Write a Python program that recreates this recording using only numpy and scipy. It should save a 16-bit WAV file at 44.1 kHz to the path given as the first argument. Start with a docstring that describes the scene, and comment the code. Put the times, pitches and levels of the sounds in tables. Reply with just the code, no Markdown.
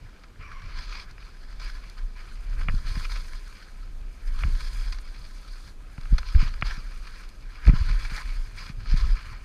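"""Snow swishes under skis gliding down a soft slope, gear ticks, and a deep rumble thumps at every bump.
The microphone sits shut inside a small plastic camera housing on a shaking mount.
Swish, ticks and rushing air are noise and clicks through the housing's resonances; the mount adds
low noise bands and short pulses. Clacks ring by themselves; a soft moan is sliding noise bands."""
import sys
import numpy as np
from scipy import signal
from scipy.fft import rfft, irfft
from scipy.io import wavfile
from scipy.ndimage import uniform_filter1d

SR = 44100
rng = np.random.default_rng(int(sys.argv[2]) if len(sys.argv) > 2 else 0)


def wav_out(sig):
    """Save sig, one row per channel (or a flat mono array), as 16-bit PCM at SR to the path in sys.argv[1]."""
    wavfile.write(sys.argv[1], SR, np.round(np.clip(np.atleast_2d(sig).T, -1, 1) * 32767).astype(np.int16))


N = 416304


def from_db(db):
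    """Decibels to gain."""
    return 10 ** (np.asarray(db) / 20)


def rms_one(x):
    """Scale to unit rms."""
    return x / np.sqrt(np.mean(x ** 2) + 1e-20)


def in_time(rows):
    """Columns of a curve table, one value per sample."""
    start_s, *columns = np.transpose(rows)
    return [np.interp(np.arange(N) / SR, start_s, column) for column in columns]


def drift(rate_hz):
    """Slow chance with spread 1: noise through two equal poles, made at every 40th sample."""
    step = 40
    r = np.exp(-2 * np.pi * rate_hz * step / SR)
    noise = rng.standard_normal(N // step + 2002)
    slow = signal.lfilter([1], [1, -2 * r, r * r], noise)[2000:]   # drop the settling
    return np.interp(np.arange(N) / step, np.arange(len(slow)), rms_one(slow))


def resonance(x, hz, width_hz):
    """Two-pole resonance with gain 1 on top."""
    r = np.exp(-np.pi * width_hz / SR)
    poles = [1, -2 * r * np.cos(2 * np.pi * hz / SR), r * r]
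    return signal.lfilter([(1 - r * r) / 2, 0, (r * r - 1) / 2], poles, x)


def bandpass(x, order, band_hz):
    """Butterworth band filter."""
    return signal.sosfilt(signal.butter(order, band_hz, "band", fs=SR, output="sos"), x)


# lower and upper resonances of the housing: pitch_hz [Hz], width_hz [Hz], level_db [dB]
LOW_MODES = [(417, 370, -13), (1028, 71, 3.5), (1266, 131, 4.5), (1600, 297, 4), (2325, 262, 2.5),
             (3040, 330, -7.5)]
HIGH_MODES = [(3333, 226, -2), (4313, 410, 2.5), (4960, 230, 4.5), (5410, 670, -5), (6480, 1160, -13),
              (8250, 240, -19.5), (11000, 2100, -31.5)]


def housing(x, modes, patchy_db):
    """Parallel resonances of alternating sign, fed a little unevenly as the source moves about."""
    out = 0
    for k, (hz, width_hz, db) in enumerate(modes):
        gain = from_db(db + patchy_db * drift(17.8))
        out = out + (-1) ** k * gain * resonance(x, hz, width_hz)
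    return out


def crystals(per_s, spread_db, hiss):
    """Snow crystals breaking at random, on a smooth hiss."""
    sizes = from_db(spread_db * np.minimum(rng.exponential(1, N), 5)) * rng.choice([-1, 1], N)
    breaks = sizes * (rng.random(N) < per_s / SR)
    return rms_one(breaks) + hiss * rng.standard_normal(N)


# spectrum of air and electronics at the microphone: pitch_hz [Hz], shape_db [dB, relative]
FLOOR_SHAPE = [(88, -67), (150, 7), (668, -4.5), (2310, -14), (3830, -14.5), (4930, -22), (5440, -18.5),
               (11800, -27), (15500, -42)]
# faint electronic tones: pitch_hz [Hz], level_db [dB rms]
WHINES = [(8032, -95), (10070, -94), (12048, -90), (12107, -94)]


def floor():
    """Steady soft noise, and electronics whining as sines with a wandering phase."""
    hz, db = np.transpose(FLOOR_SHAPE)
    shape_db = np.interp(np.log(np.fft.rfftfreq(N, 1 / SR) + 1), np.log(hz), db)
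    noise = rms_one(irfft(rfft(rng.standard_normal(N)) * from_db(shape_db), N))
    t = np.arange(N) / SR
    whine = 0
    for hz, db in WHINES:
        phase = 2 * np.pi * hz * t + 0.39 * drift(3)
        whine = whine + from_db(db) * np.sqrt(2) * np.sin(phase)
    return from_db(-59) * noise + whine


# air rushing past, before the spray sways it: start_s [s], level_db [dB]
AIR = [(0.0, -77), (0.9, -75), (1.7, -70.5), (2.4, -67), (3.2, -64.5), (4.0, -68.5), (4.35, -63.5),
       (4.75, -63), (5.1, -66), (5.8, -65), (6.4, -68.5), (7.1, -66), (7.5, -70), (8.2, -63), (8.9, -70.5),
       (9.44, -65.5)]
# resonances of the housing for the topmost hiss: pitch_hz [Hz], width_hz [Hz], level_db [dB]
AIR_MODES = [(6300, 880, 3), (8940, 750, 2.5), (10900, 1460, -3), (14900, 1500, -13)]
AIR_FOLLOWS = 0.57   # share of the spray's swing in dB


def air(fine_db):
    """Smooth high hiss with a few fine crystals in it; it swells with the spray."""
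    hiss = rms_one(housing(crystals(2700, spread_db=4.0, hiss=3.1), AIR_MODES, patchy_db=0.3))
    spray_swing_db = fine_db - fine_db.mean()
    level_db = in_time(AIR)[0] + AIR_FOLLOWS * spray_swing_db + 2.0 * drift(25)
    return from_db(level_db) * hiss


# shaking of the mount between bumps: start_s [s], sway_db [dB], judder_db [dB]
SHAKE = [(0.0, -38.5, -61), (0.32, -46, -60.5), (0.5, -38, -52), (0.7, -32.5, -51.5), (1.4, -41.5, -67),
         (1.64, -31, -74), (1.95, -40.5, -58), (2.04, -29.5, -65), (2.2, -42, -55), (2.5, -27.5, -55),
         (2.7, -20.5, -44), (2.84, -26.5, -50), (2.96, -24, -39), (3.1, -29.5, -72), (3.64, -39, -68),
         (3.98, -29, -62), (4.14, -40.5, -58), (4.4, -17.5, -64), (4.53, -18.5, -60), (4.58, -26.5, -66),
         (4.78, -25, -76), (5.14, -37.5, -67), (5.9, -36.5, -58.5), (6.6, -25, -60), (7.3, -40.5, -55),
         (7.6, -35.5, -57.5), (7.9, -18.5, -48), (8.1, -29.5, -59), (8.4, -25, -63), (8.5, -41, -58),
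         (8.8, -30.5, -52), (9.05, -15, -55), (9.15, -21, -64), (9.22, -37.5, -45.5), (9.44, -32.5, -58)]
# band of the mount rocking: low_hz [Hz], high_hz [Hz]
SWAY_BAND = (19.06, 34.5)
ROCK_DB, ROCK_JUDDER_DB = -12, -42   # sway and judder set off by a bump, against its level
ROCK_RISE_S, ROCK_DB_PER_S = 0.025, 80   # time to rise by 20 dB before the bump; decay after it
SWAY_EVENNESS, SWAY_MEMORY_S = 0.3, 0.08   # how far chance swells are held down, over what time


def rumble():
    """The mount rocks slowly and judders in lumps, both lifted to a minimum level around each bump."""
    (sway_db, judder_db), t = in_time(SHAKE), np.arange(N) / SR
    for s, db, *_ in BUMPS:
        jolt_db = db - np.maximum(ROCK_DB_PER_S * (t - s), 20 * (s - t) / ROCK_RISE_S)
        sway_db = np.maximum(sway_db, jolt_db + ROCK_DB)
        judder_db = np.maximum(judder_db, jolt_db + ROCK_JUDDER_DB)
    sway = bandpass(rng.standard_normal(N), 2, SWAY_BAND)
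    recent_power = uniform_filter1d(sway ** 2, round(SWAY_MEMORY_S * SR))
    sway = rms_one(sway / recent_power ** (SWAY_EVENNESS / 2))
    judder = rms_one(bandpass(rng.standard_normal(N), 2, [55, 110]))
    shared_gain = from_db(1.37 * drift(7.9))
    lumpy_db = judder_db + 5.5 * drift(6.1)
    return shared_gain * (from_db(sway_db) * sway + from_db(lumpy_db) * judder)


# heavy bumps that jolt the mount: start_s [s, centre], level_db [dB], pitch_hz [Hz], half_s [s]
BUMPS = [(4.451, -13.5, 39.2, 0.0052), (6.132, -8.5, 40.28, 0.019), (6.3593, 0, 39, 0.0071),
         (7.6825, 1.2, 40.7, 0.012), (7.817, -9, 40, 0.0069), (8.929, -14.5, 44, 0.012)]
# short knocks of the mount against its stop: start_s [s, centre], level_db [dB peak]
KNOCKS = [(2.689, -21), (2.743, -21.5), (2.973, -22), (4.454, -24), (4.483, -24), (5.985, -26.5),
          (6.128, -14.5), (6.35, -21), (6.43, -18.5), (6.628, -21), (6.781, -29), (7.667, -23), (7.696, -5),
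          (7.7375, -12), (8.122, -28), (8.701, -25.5), (8.921, -32), (8.942, -16)]
BUMP_LEAN = 1.4   # radians: the downswing is the deeper one
KNOCK_HZ, KNOCK_RISE_S, KNOCK_DECAY_S = 120, 0.0025, 0.0041


def bumps():
    """Soft pushes swing down and back up under a smooth swell; knocks rise fast and ring out."""
    out, t = np.zeros(N), np.arange(-SR // 16, SR // 16) / SR
    for s, db, hz, half_s in BUMPS:
        at = round(s * SR) - SR // 16
        swell = np.exp(-(t / half_s) ** 2)
        out[at:at + len(t)] += from_db(db) * swell * np.sin(2 * np.pi * hz * t - BUMP_LEAN)
    rise_or_decay = np.where(t < 0, -(t / KNOCK_RISE_S) ** 2, -np.abs(t) / KNOCK_DECAY_S)
    knock = np.exp(rise_or_decay) * np.cos(2 * np.pi * KNOCK_HZ * t)
    for s, db in KNOCKS:
        at = round(s * SR) - SR // 16
        out[at:at + len(t)] += from_db(db) * knock
    return out


# the mount is pulled tight and lets go: start_s [s, peak], level_db [dB peak], pull_s [s], release_s [s]
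SNAP = (7.6826, -11, 0.003, 0.0004)


def snap():
    """A short downward pull that ends abruptly: an exponential rise and a far quicker fall."""
    s, db, pull_s, release_s = SNAP
    t = np.arange(N) / SR - s
    return -from_db(db) * np.exp(-np.abs(t) / np.where(t < 0, pull_s, release_s))


# hard clacks of a pole on gear: start_s [s], level_db [dB, before the parts]
CLACKS = [(2.6848, -18), (4.4356, -21), (6.6231, -14)]
# bright snap and duller rebound: delay_s [s], pitch_hz [Hz], width_hz [Hz], level_db [dB]
CLACK_PARTS = [(0, 2150, 950, -7), (0.0012, 1250, 600, -10), (0.0018, 2600, 900, -12), (0.0, 700, 450, -17),
               (0.005, 1500, 550, -21)]


def clacks():
    """Every clack rings the same short snap and rebound, each part a click through two resonances."""
    out = 0
    for delay_s, hz, width_hz, part_db in CLACK_PARTS:
        clicks = np.full(N, 1e-18)
        for s, db in CLACKS:
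            clicks[round((s + delay_s) * SR)] = from_db(db + part_db) * SR / width_hz
        out = out + resonance(resonance(clicks, hz, width_hz), hz, width_hz)
    return signal.sosfilt(signal.butter(6, 3100, fs=SR, output="sos"), out)


# a soft moan: start_s [s], pitch_hz [Hz], level_db [dB, before the bands]
MOAN = [(0.4, 1208, -75), (0.44, 1180, -46.5), (0.5, 1155, -51), (0.58, 1077, -49), (0.65, 1127, -52.5),
        (0.71, 1198, -64), (0.79, 1273, -70), (0.95, 1236, -48), (1.05, 1255, -68)]
# its bands: multiple [of the pitch], width_hz [Hz], level_db [dB]
MOAN_BANDS = [(1.0, 48, -4), (2.02, 100, -7)]
# a thin hiss that comes with it: pitch_hz [Hz], width_hz [Hz], level_db [dB]
MOAN_HISS = (5620, 330, -20)


def moan():
    """A soft moan: narrow noise bands ride on a sliding pitch; a thin hiss follows the same level curve."""
    hz, db = in_time(MOAN)
    phase = 2 * np.pi * np.cumsum(hz) / SR
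    bands = 0
    for multiple, width_hz, band_db in MOAN_BANDS:
        in_step = drift(width_hz) * np.cos(multiple * phase)
        quarter_turn = drift(width_hz) * np.sin(multiple * phase)
        bands = bands + from_db(band_db) * (in_step + quarter_turn)
    hiss_hz, width_hz, hiss_db = MOAN_HISS
    hiss = resonance(resonance(rng.standard_normal(N), hiss_hz, width_hz), hiss_hz, width_hz)
    return from_db(db) * (bands + from_db(hiss_db) * rms_one(hiss))


# ticks of poles and gear: start_s [s], level_db [dB, before the housing], brightness_db [dB]
TICKS = [(1.111, -47, 0.5), (1.18, -34, -19), (1.898, -47.5, 4.5), (2.695, -21.5, -36), (3.163, -26.5, -27),
         (3.333, -34, -8), (3.478, -55, 7), (4.945, -34, -10), (4.986, -34, -8), (5.25, -39, -7),
         (5.979, -31.5, -28), (6.011, -36, -8), (6.055, -31, -23), (6.127, -46, -26), (6.23, -31, -15),
         (6.349, -25.5, -32), (6.539, -31.5, -13), (6.612, -33, -5), (6.976, -61, 9), (7.29, -59.5, 10.5),
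         (7.299, -63, 8), (7.652, -25, -17), (7.669, -22.5, -24), (7.675, -30, -4.5), (7.682, -22, -19),
         (7.688, -27, -17), (7.694, -17.5, -29), (7.702, -26, -22), (8.858, -29, -21), (9.21, -36, -15)]
# longer crunches of crust under a ski: start_s [s], level_db [dB, before the housing], brightness_db [dB]
CRUNCHES = [(0.234, -35, -14), (0.66, -42, -20), (1.596, -35, -6), (1.762, -43, -19), (2.608, -29, -17),
            (3.094, -34, -10), (4.922, -25.5, -7), (6.18, -20.5, -8.5), (7.661, -42, 2), (8.132, -36, -15),
            (8.161, -38, 2.5), (8.971, -35, -1), (9.151, -50, 3)]
TICK_S, CRUNCH_S, CRUNCH_RISE_S = 0.0034, 0.01, 0.001


def ticks():
    """A snap and a dying burst of noise ring the housing; crunches last longer, the brightest reach the top."""
    dull, bright, top = np.full((3, N), 1e-18)
    t = np.arange(2048) / SR
    noise = rng.standard_normal((len(TICKS + CRUNCHES), 2, len(t)))
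    noise[:len(TICKS), :, 0] = 8.3   # the snap: one strong first sample
    noise[len(TICKS):] *= 1 - np.exp(-t / CRUNCH_RISE_S)
    lengths_s = [TICK_S] * len(TICKS) + [CRUNCH_S] * len(CRUNCHES)
    for (s, db, brightness_db), length_s, burst in zip(TICKS + CRUNCHES, lengths_s, noise):
        low, high = burst * np.exp(-(t / length_s) ** 2) * from_db(db)
        at = round(s * SR)
        near = slice(at, at + len(t))
        dull[near] += low
        bright[near] += high * from_db(brightness_db)
        top[near] += high * from_db(2 * brightness_db)
    dull = bandpass(dull, 6, [480, 3100])
    low_ring = from_db(-1.5) * housing(dull, LOW_MODES, 0) + from_db(-13.0) * dull
    high_ring = from_db(6.0) * housing(bright, HIGH_MODES, 0)
    return low_ring + high_ring + from_db(-12.0) * housing(top, AIR_MODES, 0)


CRACKLE_PER_S, CRACKLE_DB, CRACKLE_S = 70, -9, 0.002   # rate; level against the swish; time to peak


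def lumps():
    """Gain of the swish: brief swells where small lumps of crust break."""
    r = np.exp(-1 / (CRACKLE_S * SR))
    hits = (rng.random(N) < CRACKLE_PER_S / SR) * np.minimum(rng.exponential(1, N), 2.5)
    swells = signal.lfilter([(1 - r) * np.e], [1, -2 * r, r * r], hits)
    return 1 + from_db(CRACKLE_DB) * swells


# steady slide of the skis between swishes: start_s [s], level_db [dB], brightness_db [dB]
GLIDE = [(0.0, -58.5, -8), (0.36, -65, -7.5), (0.62, -61.5, -2), (0.8, -60, -5), (1.15, -63, -5),
         (1.45, -60, -2), (2.08, -62.5, -4), (2.45, -57.5, -6.5), (2.8, -53.5, -3.5), (3.25, -56.5, -0.5),
         (3.64, -57.5, -3.5), (3.99, -66.5, -3.5), (4.3, -57, -8.5), (4.65, -52, 1.5), (5.0, -57.5, -3),
         (5.2, -59, -1.5), (5.69, -58.5, 0), (5.76, -69.5, -5), (6.15, -52.5, -4.5), (6.57, -55.5, -5),
         (6.9, -55.5, -4.5), (7.4, -63, -4), (7.65, -48.5, -10), (8.5, -57, -3), (8.76, -61, -7.5),
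         (8.9, -51.5, -0.5), (9.44, -58, -8.5)]
# an edge bites and throws up snow:
# start_s [s], length_s [s], level_db [dB], brightness_db [dB], change_db [dB over its length]
SWISHES = [(0.379, 0.33, -51.5, -13.5, -6), (0.63, 0.16, -59, -6, 11), (0.742, 0.28, -50.5, -1, 2),
           (1.06, .05, -53.5, -10, -6), (1.173, 0.13, -58, -4, 1), (1.586, 0.13, -45.5, -2, -9.5),
           (1.715, 0.21, -52, -6, -8.5), (1.952, 0.057, -52, -7, -7), (2.142, 0.18, -53, -6.5, -5),
           (2.558, 0.055, -44.5, -12, -2), (2.837, 0.21, -47, -2, -0.5), (3.083, 0.12, -47.5, -0.5, -3),
           (3.302, 0.054, -53, -4, 1.5), (4.25, 0.013, -48, -4, 1), (4.311, 0.28, -51.5, -5.5, -8),
           (4.558, 0.1, -49.5, -2, -2.5), (4.747, 0.14, -51.5, -4, -3), (6.233, 0.12, -50.5, -0.5, 2),
           (6.368, 0.11, -42.5, -5.5, -0.5), (6.628, 0.13, -41, -4.5, -5.5), (6.767, 0.049, -51, -5, -5),
           (7.003, 0.24, -55, -4.5, -0.5), (7.722, 0.24, -45, -5, -4.5), (7.969, 0.09, -46.5, -2, 1),
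           (8.077, 0.12, -44, -7, 3), (8.203, 0.2, -56.5, -4.5, 3), (8.548, 0.15, -46, -1.5, -6),
           (8.864, 0.059, -47, -3.5, 0.5), (8.942, 0.18, -44.5, -4, -7.5), (9.133, 0.21, -49, -9, -4)]
ATTACK_S, RELEASE_S, SPRAY_ATTACK_S = 0.032, 0.042, 0.03


def slide():
    """Levels in dB of coarse swish and fine spray: the swishes add in power to the steady slide."""
    level_db, brightness_db = in_time(GLIDE)
    power = from_db(2 * np.array([level_db, level_db + brightness_db]))
    t = np.arange(N) / SR
    for s, length_s, db, bright_db, change_db in SWISHES:
        near = slice(round(s * SR), round((s + length_s + RELEASE_S) * SR))
        since = t[near] - s
        corners_s = [0, ATTACK_S, length_s, length_s + RELEASE_S]
        shape = np.interp(since, corners_s, [0, 1, from_db(change_db), 0])
        spray_lag = np.minimum(since / SPRAY_ATTACK_S, 1)
        shapes = shape * [np.ones_like(shape), spray_lag]
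        power[:, near] += (shapes * from_db([[db], [db + bright_db]])) ** 2
    return 10 * np.log10(power)


def skis(coarse_db, fine_db):
    """Coarse swish and fine spray, crystals ringing the housing, share the same uneven slipping."""
    slip_db = 0.51 * drift(19) + 0.36 * drift(130) + 1.0 * drift(19.0)
    coarse = rms_one(housing(crystals(900, spread_db=5.5, hiss=2.95), LOW_MODES, patchy_db=2.0))
    fine = rms_one(housing(crystals(3000, spread_db=2.5, hiss=1.87), HIGH_MODES, patchy_db=1.45))
    swish = from_db(coarse_db) * coarse + from_db(fine_db) * fine
    return from_db(slip_db) * lumps() * swish


# where two paths into the housing cancel: pitch_hz [Hz], width_hz [Hz]
NOTCH = (5360, 130)


def scene():
    """Everything that reaches the microphone: notched airborne sound and the shaking of the mount."""
    coarse_db, fine_db = slide()
    airborne = floor() + air(fine_db) + clacks() + moan() + ticks() + skis(coarse_db, fine_db)
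    airborne = airborne - 0.61 * resonance(airborne, *NOTCH)
    mount = rumble() + bumps() + snap()
    return (airborne + mount)[None]   # one channel


def record(dry):
    """Subsonics are blocked, peaks beyond full scale clip, and the top is cut steeply."""
    x = signal.sosfilt(signal.butter(2, 18, "high", fs=SR, output="sos"), dry)
    top_cut = signal.ellip(12, 0.1, 70, 15250, fs=SR, output="sos")   # ripple dB, rejection dB, Hz
    return signal.sosfilt(top_cut, np.clip(x, -1, 1))


dry = scene()
out = record(dry)
wav_out(out)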